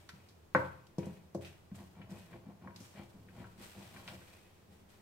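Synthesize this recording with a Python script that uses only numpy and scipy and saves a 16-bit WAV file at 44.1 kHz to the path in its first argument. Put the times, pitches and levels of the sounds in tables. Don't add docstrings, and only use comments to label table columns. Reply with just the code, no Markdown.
import sys
import numpy as np
from scipy import signal
from scipy.fft import rfft, irfft
from scipy.io import wavfile

SR = 44100
rng = np.random.default_rng(int(sys.argv[2]) if len(sys.argv) > 2 else 0)


def unload_audio(sound):
    columns = np.transpose(np.atleast_2d(sound))
    steps = np.round(np.clip(columns, -1, 1) * 32767)
    wavfile.write(sys.argv[1], SR, steps.astype(np.int16))


N = 221205
T = np.arange(N) / SR
RING = T[:SR]

# time of the bump in seconds, easing time in seconds, push in dB,
# grit in dB (how bare the steel is under the spoon).
STROKES = [(1.048, 0.095, -58, -8.5), (1.798, 0.028, -53.5, -5), (1.995, 0.03, -54.5, -7),
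           (2.116, 0.059, -51, -14), (2.345, 0.024, -53.5, -4), (2.484, 0.03, -55, -13),
           (2.658, 0.034, -52.5, -9.5), (2.803, 0.027, -55, -36), (2.993, 0.029, -52.5, 0.5),
           (3.149, 0.23, -60, -26), (3.401, .04, -52, -4.5), (3.605, 0.041, -55.5, -24),
           (3.773, 0.069, -55.5, -15), (3.966, 0.13, -56.5, -2.5), (4.127, 0.015, -58.5, -6),
           (4.711, 0.11, -64.5, -45)]
# start in seconds, length in seconds, swish in dB, grit in dB.
SWEEPS = [(0.0, 0.013, -70.5, 3), (0.124, 0.15, -73, 5), (0.54, 0.11, -66.5, 10.5),
          (0.981, 0.074, -66, 9.5), (1.408, 0.031, -66.5, 7.5), (1.742, 0.045, -65, -17),
          (2.084, 0.19, -66, 5), (2.729, 0.47, -65, -9), (3.258, 0.67, -69, 5), (3.568, 0.27, -59, -3.5),
          (3.787, 0.34, -60.5, -9), (4.044, 0.22, -62, -3), (4.264, 0.12, -66.5, 4.5),
          (4.434, 0.21, -75, 1.5), (4.694, 0.086, -73, -4), (4.883, 0.047, -70.5, -1)]


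def undb(db):
    return 10 ** (np.asarray(db) / 20)


def unit(x):
    return x / np.sqrt(np.mean(x ** 2))


def fade(t60):
    return np.exp(-np.log(1000) * RING / t60)


def colour(x, points):
    hz, db = np.transpose(points)
    f = np.fft.rfftfreq(x.shape[-1], 1 / SR)
    gain = undb(np.interp(np.log(f + 1), np.log(hz), db))
    return irfft(rfft(x) * gain, x.shape[-1])


def diffuse(size, apart_hz=330):
    mid, side = rfft(rng.standard_normal((2, size)))
    alike = 1 / (1 + (np.fft.rfftfreq(size, 1 / SR) / apart_hz) ** 2)
    mid = mid * np.sqrt(1 + alike)
    side = side * np.sqrt(1 - alike)
    return irfft(mid + np.array([side, -side]), size) / np.sqrt(2)


def soften(x, hz, order):
    return signal.sosfilt(signal.butter(order, hz, fs=SR, output="sos"), x)


def band(x, hz, spread, order=2):
    edges = [hz / spread, min(hz * spread, SR / 2 - 1)]
    return signal.sosfilt(signal.butter(order, edges, "band", fs=SR, output="sos"), x)


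def add(out, s, x, db):
    i = int(s * SR)
    scaled = x * undb(db) / np.abs(x).max()
    out[:, i:i + x.shape[-1]] += scaled[..., :N - i]


def through(x, response):
    return signal.fftconvolve(np.atleast_2d(x), response, axes=-1)[:, :N]


def grains(rate, scatter_db):
    hit = rng.random(N) < rate / SR
    size = undb(scatter_db * np.minimum(rng.exponential(size=N), np.pi))
    return unit(hit * size * np.sign(rng.standard_normal(N)))


def background(level_db=-57):
    # frequency in Hz, relative density in dB per Hz.
    air = [(20, 15.5), (45, -69.5), (70, 2.5), (100, 5.5), (125, -7.5), (200, -0.5), (260, -10.5),
           (350, -4.5), (600, -11), (1100, -16), (2100, -22.5), (8500, -31), (10400, -32.5), (15000, -31)]
    return undb(level_db) * unit(colour(diffuse(N), air))


def sweep(s, length_s):
    attack_share, sag_db_per_s, release_s = 0.15, 26, 0.15
    age = np.maximum(T - s, 0)
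    attack = np.minimum(age / (attack_share * length_s), 1)
    sag = undb(-sag_db_per_s * age)
    release = np.exp(-np.maximum(age - length_s, 0) / release_s)
    return attack * sag * release


def uneven(rate_hz=22, depth_db=2):
    return undb(depth_db * unit(soften(rng.standard_normal(N), rate_hz, order=2)))


def swish(level_db=2):
    # frequency in Hz, relative density in dB per Hz.
    swish_colour = [(800, 8), (2500, 7), (4200, 4.5), (6500, -0.5), (8600, 3.5), (10200, -4), (12500, -2),
                    (15500, -6)]
    fizz = np.array([grains(3500, 4.0) for _ in range(2)])
    speed = np.max([undb(db) * sweep(s, length) for s, length, db, _ in SWEEPS], axis=0)
    return colour(fizz, swish_colour) * speed * uneven() * undb(level_db)


def pot_modes(lag_s=0.00014):
    # frequency in Hz, relative level in dB, 60 dB decay time in seconds.
    pot_table = [(96, -20, .6), (128, -14, .55), (285, -15, .22), (342, -14, .22), (413, -21, .35),
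                 (516, -6, .15), (760, -20, .18), (863, -13, .16), (904, -16, .2), (955, -8, .25),
                 (1004, -17, .3), (1060, -6, .15), (1351, -11, .15), (1533, 2, .05), (1583, 0, .065),
                 (1945, -9, .1), (2105, -13, .15), (160, 4, .035), (195, 6, .045), (550, -2, .05),
                 (690, -7, .05), (1185, 0, .02), (2340, -7, .06), (2560, -21, .15), (3010, -14, .12),
                 (3430, -15, .08), (4350, -12, .07)]
    t = np.maximum(RING - np.array([[lag_s], [0]]), 0)
    modes = []
    for k, (hz, db, t60) in enumerate(sorted(pot_table)):
        sign = (-1) ** k
        modes.append(sign * undb(db) * np.cos(2 * np.pi * hz * t) * fade(t60) * (t > 0))
    return np.array(modes)


def blow(modes, place_db=3.87, shell_db=1, shell_t60=0.1, jolt_db=12.0, jolt_s=0.00014, radiate_hz=80):
    # frequency in Hz, relative density in dB per Hz.
    shell = [(50, 7.5), (110, -3), (230, 1), (450, 1), (750, 6.5), (1500, 13.5), (2400, 13), (5000, 2.5),
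             (15000, -60.5)]
    mix = undb(place_db * rng.standard_normal(len(modes)))
    ring = np.tensordot(mix, modes, axes=1)
    wash = undb(shell_db) * unit(colour(diffuse(SR), shell)) * fade(shell_t60)
    u = RING / jolt_s - np.pi
    jolt = undb(jolt_db) * u * np.exp((1 - u ** 2) / 2)
    return signal.sosfilt(signal.butter(2, radiate_hz, "high", fs=SR, output="sos"), jolt + ring + wash)


def press(s, ease_s, build_s=0.032):
    return np.exp(-.5 * ((T - s) / np.where(T < s, build_s, ease_s)) ** 2)


def grating(pot, ring_db=-9, level_db=-2):
    # frequency in Hz, relative density in dB per Hz.
    grate_colour = [(250, -13), (600, 4.5), (1100, -6), (1800, -3), (2500, -6.5), (3400, -19), (6000, -35)]
    sing_hz, sing_t60_s, sing_db = 2520, 0.048, -12
    pressed = sum(undb(db + grit) * press(s, ease) for s, ease, db, grit in STROKES)
    swept = uneven() * sum(undb(db + grit) * sweep(s, length) for s, length, db, grit in SWEEPS)
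    slips = grains(700, 3.4) * np.hypot(pressed, swept)
    crackle = 2 * colour(slips, grate_colour)

    upper = band(pot, 2880, 1.75)
    ring = through(slips, upper / np.sqrt(np.sum(upper ** 2) / 2))

    mode = np.sin(2 * np.pi * sing_hz * RING) * fade(sing_t60_s)
    sing = through(grains(830, 1.6) * swept, [mode / np.linalg.norm(mode)])
    return (crackle + undb(ring_db) * ring + undb(sing_db) * sing) * undb(level_db)


def smacks(spread=1.26):
    # start in seconds, peak in dB before the room, centre in Hz,
    # 60 dB decay time in seconds.
    smack_table = [(0.09, -41, 3860, 0.058), (0.287, -55, 4380, 0.11), (0.549, -44.5, 3530, 0.19),
                   (0.868, -54, 4300, 0.039), (0.9831, -43.5, 5000, .045), (1.056, -50, 7240, 0.068),
                   (1.347, -48.5, 5660, 0.067), (1.448, -42.5, 2540, 0.25), (1.755, -49.5, 7900, 0.076),
                   (2.1058, -50.5, 6300, .055), (2.7609, -41, 4270, 0.042), (2.801, -51.5, 5700, 0.55)]
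    out = np.zeros((2, N))
    for s, db, hz, t60 in smack_table:
        burst = band(diffuse(SR) * fade(t60), hz, spread, order=1)
        add(out, s, burst, db)
    return out


def ticks(modes, spread=1.45):
    # start in seconds, level in dB, centre in Hz.
    tick_table = [(0.0918, -40, 1710), (2.016, -47, 2400), (2.33, -47.5, 2030), (2.708, -53, 1920),
                  (3.2864, -50, 2240), (3.442, -43.5, 1400), (3.963, -43.5, 2090), (4.078, -34.5, 3900),
                  (4.085, -41, 2420), (4.2152, -52, 1780)]
    out = np.zeros((2, N))
    for s, db, hz in tick_table:
        add(out, s, band(blow(modes, shell_db=-2), hz, spread), db)
    return out


def knocks(modes, wood_hz=2100, click_db=-36):
    # start in seconds, level in dB,
    # highest pitch that the contact excites in Hz (a low-pass corner).
    knock_table = [(0.131, -47.5, 189), (0.5486, -10.5, 2350), (0.9828, -25, 490), (1.067, -34.5, 540),
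                   (1.3482, -27, 538), (1.715, -37, 219), (2.465, -41, 295), (2.504, -48, 905),
                   (2.674, -38, 2270), (4.082, -40, 1530)]
    bump_db, bump_hz = 10.5, 376
    hob_hz, hob_t60_s, hob_db = 89.2, 0.63, -18.5
    hob_max_hz = 910

    out = np.zeros((2, N))
    bumps = [(s, db + bump_db, bump_hz) for s, _, db, _ in STROKES]
    boom = soften(np.sin(2 * np.pi * hob_hz * RING) * fade(hob_t60_s), 2 * hob_hz, order=2)
    for s, db, hz in knock_table + bumps:
        pot = blow(modes)
        thud = soften(soften(pot, wood_hz, order=6), hz, order=4)
        click = undb(click_db) * soften(pot, 2700, order=2)
        add(out, s, thud + click, db)
        hob_loss_db = 20 * np.log10(1 + (hz / hob_max_hz) ** 2)
        add(out, s, boom, db + hob_db - hob_loss_db)
    return out


def judder(pot, slip_rate=500, scatter_db=3, level_db=-1.5, held_t60=0.15):
    # frequency in Hz, gain in dB.
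    drag_colour = [(60, 24.5), (125, 10.5), (220, 5.5), (400, 2), (1200, 2.5)]
    judder_hz, grit_db_per_octave = 766, 41
    slips = colour(grains(slip_rate, scatter_db), drag_colour)
    force = np.zeros(N)
    for s, ease, db, grit in STROKES:
        reach_hz = judder_hz * 2 ** (grit / grit_db_per_octave)
        force += undb(db) * press(s, ease) * soften(slips, reach_hz, order=3)
    held = pot * fade(held_t60)
    body = soften(held, 1210, order=2)
    return through(force, held / np.sqrt(np.sum(body ** 2) / 2)) * undb(level_db)


def kitchen(x, build_s=0.0032):
    # frequency in Hz, 60 dB decay time in seconds, level in dB against the direct sound.
    room = [(93.5, 0.69, -0.5), (205, 0.52, -8.5), (516, 0.45, -4), (1300, 0.53, -6), (2850, 0.39, -6),
            (11700, 0.29, -3.5)]
    hz, t60, db = np.transpose(room)
    noise, tail = diffuse(SR), 0
    for centre in 62.5 * 2 ** np.arange(9):
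        decay = np.interp(np.log(centre), np.log(hz), t60)
        wet_db = np.interp(np.log(centre), np.log(hz), db)
        shape = fade(decay) * (1 - np.exp(-RING / build_s))
        shape = shape / np.sqrt(np.sum(shape ** 2))
        tail = tail + undb(wet_db) * band(noise, centre, np.sqrt(2), order=3) * shape
    return x + through(x, tail)


def scene():
    modes = pot_modes()
    struck = knocks(modes) + ticks(modes) + judder(blow(modes)) + grating(blow(modes))
    left_db = .9
    placed = struck * undb([[left_db], [-left_db]])
    return kitchen(placed + swish() + smacks()) + background()


def record(dry):
    top_hz = 15750
    thin = signal.sosfilt(signal.butter(2, 35, "high", fs=SR, output="sos"), dry)
    return signal.sosfilt(signal.ellip(10, .2, 70, top_hz, fs=SR, output="sos"), thin)


dry = scene()
out = record(dry)
unload_audio(out)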